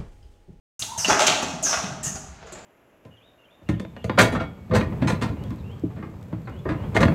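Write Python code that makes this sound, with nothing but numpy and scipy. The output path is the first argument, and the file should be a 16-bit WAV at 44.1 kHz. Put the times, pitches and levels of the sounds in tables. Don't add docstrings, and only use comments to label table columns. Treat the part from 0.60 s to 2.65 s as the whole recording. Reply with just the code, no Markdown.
import sys
import numpy as np
from scipy import signal
from scipy.fft import rfft, irfft
from scipy.io import wavfile

SR = 44100
rng = np.random.default_rng(int(sys.argv[2]) if len(sys.argv) > 2 else 0)


def persist_wave(psi):
    counts = np.round(np.clip(psi, -1, 1) * 32767).astype(np.int16)
    wavfile.write(sys.argv[1], SR, np.atleast_2d(counts).T)


N = 90404
T = np.arange(N) / SR
HZ = np.maximum(np.arange(N + 1) * SR / (2 * N), 1)

# frequency in Hz, relative level in dB, T60 in seconds.
FRAME_MODES = [(400, -4, 0.55), (610, -35, 0.42), (644.6, -1.5, .4), (726, -12, 0.63), (843, -3.5, 0.45),
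               (1138, -15, 0.16), (1253, -11, 0.15), (1381, -10, 0.52), (1558, -11.5, 0.24),
               (2008, -5.5, 0.24), (2527, -3, 0.38), (2766, -4, 0.41), (3310, -7.5, 0.13),
               (3766, -11.5, 0.13)]


def amp(db):
    return 10 ** (np.asarray(db) / 20)


def unit(x):
    return x / np.sqrt(np.mean(np.abs(x) ** 2))


def shape(x, gain):
    cepstrum = irfft(np.log(gain + 1e-5))
    cepstrum[1:N] *= 2
    cepstrum[N + 1:] = 0
    return irfft(rfft(x, 2 * N) * np.exp(rfft(cepstrum)))[:N]


def along(points, hz):
    frequencies, values = np.array(points, float).T
    return np.interp(np.log(hz), np.log(frequencies), values)


def noise(spectrum):
    return unit(shape(rng.standard_normal(N), amp(along(spectrum, HZ))))


def band(low_hz, high_hz):
    return 1 / np.sqrt((1 + (low_hz / HZ) ** 8) * (1 + (HZ / high_hz) ** 8))


def burst(start, attack_s, decay_s):
    age = np.maximum(T - start, 0)
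    return (1 - np.exp(-age / attack_s)) * np.exp(-age / decay_s)


def whistle(hz, width_hz, tone=0):
    lowpass = signal.butter(2, width_hz / 2, fs=SR, output="sos")
    flutter = unit(signal.sosfilt(lowpass, rng.standard_normal(N) + 1j * rng.standard_normal(N)))
    carrier = np.exp(2j * np.pi * np.cumsum(hz) / SR)
    return unit(np.real((tone + (1 - tone) * flutter) * carrier))


def ring(start, hz, t60, attack_s):
    age = np.maximum(T - start, 0)
    return np.sqrt(2) * np.sin(2 * np.pi * hz * age) * burst(start, attack_s, t60 / np.log(1000))


def factory():
    # frequency in Hz, relative level in dB.
    spectrum = [(30, 14), (70, 11.5), (180, 6), (450, -12.5), (700, -2.5), (1400, 0), (2800, -7),
                (5000, -16.5), (7000, -28), (10000, -46), (16000, -69)]
    return amp(-50.5) * noise(spectrum)


def squeaks_and_plates():
    # start and length in seconds, first pitch, last pitch and bandwidth in Hz, level in dB.
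    tones = [(0.19, 0.048, 2850, 2720, 200, -48.5), (.22, 0.0125, 3686, 3980, 1380, -29.5),
             (0.258, 0.1, 865, 944.6, 90, -45.5), (0.31, 0.079, 1007, 883, 100, -38),
             (0.381, 0.039, 2783, 2745, 200, -43), (.445, 0.02, 2850, 2734, 174, -18.5),
             (0.475, 0.022, 4680, 4610, 400, -33.5), (0.498, 0.041, 3393, 3395, 178, -32.5),
             (1.056, 0.037, 1698, 1547, 197, -38.5), (1.422, 0.091, 1846, 1790, 151, -46),
             (1.449, .05, 2900, 2784, 297, -51)]
    out = np.zeros(N)
    for start, length, first_hz, last_hz, width_hz, db in tones:
        progress = np.clip((T - start) / length, 0, 1)
        swell = np.sqrt(4 * progress * (1 - progress))
        hz = first_hz + (last_hz - first_hz) * progress
        out += amp(db) * swell * whistle(hz, width_hz, tone=0.31)
    return out


def air_valves():
    # start in seconds, hiss and whistle levels in dB, time open in seconds,
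    # first pitch and the pitch approached in Hz.
    vents = [(0.191, -37, -42.5, 0.05, 7000, 5780), (0.375, -30.5, -31.5, 0.064, 6700, 5135),
             (0.479, -36.5, -27.5, .045, 6400, 5720), (1.027, -31, -24.5, 0.11, 7365, 5570),
             (1.429, -32, -31, 0.052, 7644, 6335), (1.86, -66, -56, .02, 7200, 6720),
             (1.921, -72, -41.5, 0.0016, 7650, 7170)]
    # frequency in Hz, relative level in dB.
    hiss_spectrum = [(150, -28), (500, -5), (1500, -8), (2800, -6.5), (4500, -12), (6500, -2), (8200, 6.5),
                     (10500, 2.5), (13000, -4), (16000, -13)]
    sag_s, close_s = 0.035, 0.036
    hiss = noise(hiss_spectrum)
    out = np.zeros(N)
    for start, hiss_db, whistle_db, open_s, first_hz, last_hz in vents:
        age = np.maximum(T - start, 0)
        hz = last_hz + (first_hz - last_hz) * np.exp(-age / sag_s)
        opening = np.exp(-np.maximum(age - open_s, 0) / close_s)
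        flow = opening * burst(start, attack_s=0.0044, decay_s=0.087)
        out += flow * (amp(hiss_db) * hiss + amp(whistle_db) * whistle(hz, width_hz=980))
    return out


def wire_snaps():
    # start in seconds, level in dB, decay time constant in seconds.
    snaps = [(.193, -32, 0.06), (0.592, -26, 0.0032), (.669, -32, 0.0034), (0.823, -33, 0.0055),
             (1.026, -31, 0.0052), (1.43, -45, 0.0041), (1.923, -41, .007)]
    # frequency in Hz, relative level in dB.
    spectrum = [(150, -47), (800, -22), (3000, -27), (7000, 3), (10000, 2.5), (16000, -11)]
    attack_s = 0.00048
    return noise(spectrum) * sum(amp(db) * burst(start, attack_s, decay) for start, db, decay in snaps)


def drive():
    # time in seconds, level in dB.
    feed_levels = [(.2, -81), (.45, -52), (.75, -45.5), (1.1, -48), (1.25, -44.5), (1.42, -39),
                   (1.6, -47.5), (1.75, -55.5), (1.9, -60), (2.05, -72)]
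    # frequency in Hz, relative level in dB.
    spectrum = [(25, -21), (42, -20), (65, 2), (100, -0.5), (150, 8), (220, 3), (400, -9.5), (900, -51)]
    return noise(spectrum) * amp(np.interp(T, *np.array(feed_levels).T))


def knocks():
    # start in seconds, pitch in Hz, level in dB, T60 in seconds.
    impacts = [(.215, 107, -39, 0.13), (.376, 662, -38.5, 0.093), (.378, 92.5, -31.5, 0.085),
               (.384, 165, -38, 0.15), (.46, 185, -30.5, 0.13), (.484, 395, -24, 0.45),
               (.505, 115, -32.5, 0.45), (.512, 68.4, -30.5, 0.13), (.594, 864, -9, 0.051),
               (.607, 621, -21, 0.17), (.685, 173.4, -31.5, 0.21), (.83, 94.8, -40.5, 0.16),
               (.828, 382, -32, 0.062), (.935, 165, -28, 0.087), (1.028, 647, -27, 0.07),
               (1.045, 290, -30.5, 0.09), (1.13, 690.5, -33.5, 0.14), (1.17, 80.3, -35.5, 0.12),
               (1.238, 193, -25, 0.12), (1.31, 135, -32.5, 0.16), (1.468, 145.8, -26, 0.056),
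               (1.545, 70.4, -29.5, 0.076), (1.556, 778, -34.5, 0.074), (1.685, 65, -38.5, 0.23),
               (1.845, 450, -40.5, 0.15), (1.925, 360, -38, 0.11)]
    attack_s = 0.0021
    out = np.zeros(N)
    for start, hz, db, t60 in impacts:
        edge = whistle(np.full(N, hz), width_hz=0.1 * hz) * burst(start, attack_s, t60 / np.log(1000))
        out += amp(db) * (ring(start, hz, t60, attack_s) + 0.31 * edge)
    return out


def frame_response():
    width_hz = 33.4
    peaks = sum(amp(db) / (1 + (2 * (HZ - hz) / width_hz) ** 2) for hz, db, _ in FRAME_MODES)
    return 1 + amp(5) * peaks


def tooling():
    # start in seconds, levels of body, clang, crash, sizzle and frame ring in dB,
    # time constant of the rattle's decay in seconds.
    slams = [(.219, -45, -42, -40, -69, -43, 0.028), (.38, -52, -39.5, -56, -45.5, -55, 0.055),
             (.445, -48, -32.5, -30, -31.5, -54, 0.045), (.482, -27, -26, -33, -33.5, -30.5, 0.052),
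             (.496, -38.5, -21.5, -33.5, -36, -24, 0.073), (.593, -35, -21.5, -19.5, -22, -29, 0.054),
             (0.666, -48, -36, -19, -17, -56, 0.018), (.678, -33, -25, -20.5, -67, -49, 0.035),
             (.826, -27.5, -27, -32, -32, -38.5, 0.025), (.88, -52, -43.5, -45, -46, -34, 0.12),
             (1.055, -42, -33.5, -36.5, -43, -35, 0.055), (1.091, -54, -33, -39, -36, -45, 0.038),
             (1.127, -54, -25, -31, -38, -27.5, 0.03), (1.172, -66, -30.5, -36.5, -40, -43, 0.022),
             (1.225, -40.5, -44, -41, -45, -47, 0.075), (1.455, -45.5, -41, -48, -44.5, -57, 0.049),
             (1.553, -42, -39.5, -45, -41.5, -53, 0.017), (1.922, -46, -48.5, -52.5, -73, -46, 0.064)]
    band_edges = [(190, 362), (560, 1920), (2100, 4150), (5400, 6240)]
    contacts_per_s, spread_db = 3500, 4
    attack_s, mode_share_db, detune_spread = 0.0014, -13, 0.0041
    sizes = amp(spread_db * np.minimum(rng.exponential(size=N), 4))
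    contacts = (rng.random(N) < contacts_per_s / SR) * sizes * rng.choice([-1, 1], N)
    bands = [unit(shape(contacts, frame_response() * band(low, high))) for low, high in band_edges]
    out = np.zeros(N)
    for start, *band_db, ring_db, decay_s in slams:
        rattle = sum(amp(db) * part for db, part in zip(band_db, bands))
        out += burst(start, attack_s, decay_s) * rattle
        for hz, db, t60 in FRAME_MODES:
            detune, force = rng.standard_normal(2)
            level_db = ring_db + db + mode_share_db + 2 * force
            out += amp(level_db) * ring(start, hz * (1 + detune_spread * detune), t60, attack_s)
    return out


def mesh_clatter():
    # time in seconds, level in dB.
    levels = [(1.76, -68), (1.8, -53.5), (1.86, -48.5), (1.9, -48.5), (1.95, -47.5), (2.0, -47),
              (2.05, -73)]
    # frequency in Hz, relative level in dB.
    spectrum = [(150, -26), (300, -10), (400, 1), (800, 0.5), (1300, -5), (2000, -6), (3400, -16),
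                (6000, -24.5), (12000, -38)]
    contacts_per_s = 900
    contacts = (rng.random(N) < contacts_per_s / SR) * rng.standard_normal(N)
    level_db = np.interp(T, *np.array(levels).T, left=-np.inf)
    return unit(shape(contacts, amp(along(spectrum, HZ)))) * amp(level_db)


def hall_response():
    # frequency in Hz, T60 in seconds.
    reverberation_times = [(100, 1.1), (700, 1.11), (2500, 0.62), (6000, 0.7), (9000, 0.61), (11500, 0.54),
                           (15000, 0.59)]
    centres = np.geomspace(60, 16000, 17)
    white = rfft(rng.standard_normal(N), 2 * N)
    tail = np.zeros(N)
    for hz, selector in zip(centres, np.eye(len(centres))):
        band_gain = np.interp(np.log(HZ), np.log(centres), selector)
        envelope = burst(0, attack_s=0.0027, decay_s=along(reverberation_times, hz) / np.log(1000))
        tail += irfft(white * band_gain)[:N] * envelope
    return unit(tail) / np.sqrt(N)


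def hall(x):
    drift_hz = 4
    first, second = (signal.fftconvolve(x, hall_response())[:N] for _ in range(2))
    turn = 2 * np.pi * drift_hz * T
    return amp(-3.5) * (np.cos(turn) * first + np.sin(turn) * second)


def scene():
    air = air_valves()
    steel = tooling() + mesh_clatter()
    knock = knocks()
    wire_and_plates = squeaks_and_plates() + wire_snaps()
    reverberation = hall(air + steel + amp(-3) * knock + amp(-1.5) * wire_and_plates)
    return (air + steel + knock + wire_and_plates + reverberation + drive() + factory())[None]


def record(dry):
    # frequency in Hz, gain in dB.
    microphone_response = [(28, -12), (55, -0.5), (250, 1.5), (400, -3), (500, -2.5), (650, 3),
                           (1000, -0.5), (1400, 2.5), (1900, -1), (2700, 1.5), (3600, 2), (4900, 5.5),
                           (6300, 6), (9000, -4), (16000, -8)]
    onset_s, ceiling, top_hz = 0.193, 0.75, 15900
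    gate = np.clip((T - onset_s) / 0.001, 0, 1)
    coloured = shape(dry[0], amp(along(microphone_response, HZ))) * gate
    rounded = ceiling * np.tanh(coloured / ceiling)
    lowpass = signal.ellip(10, 0.2, 80, top_hz, fs=SR, output="sos")
    return signal.sosfilt(lowpass, rounded)[None]


dry = scene()
out = record(dry)
persist_wave(out)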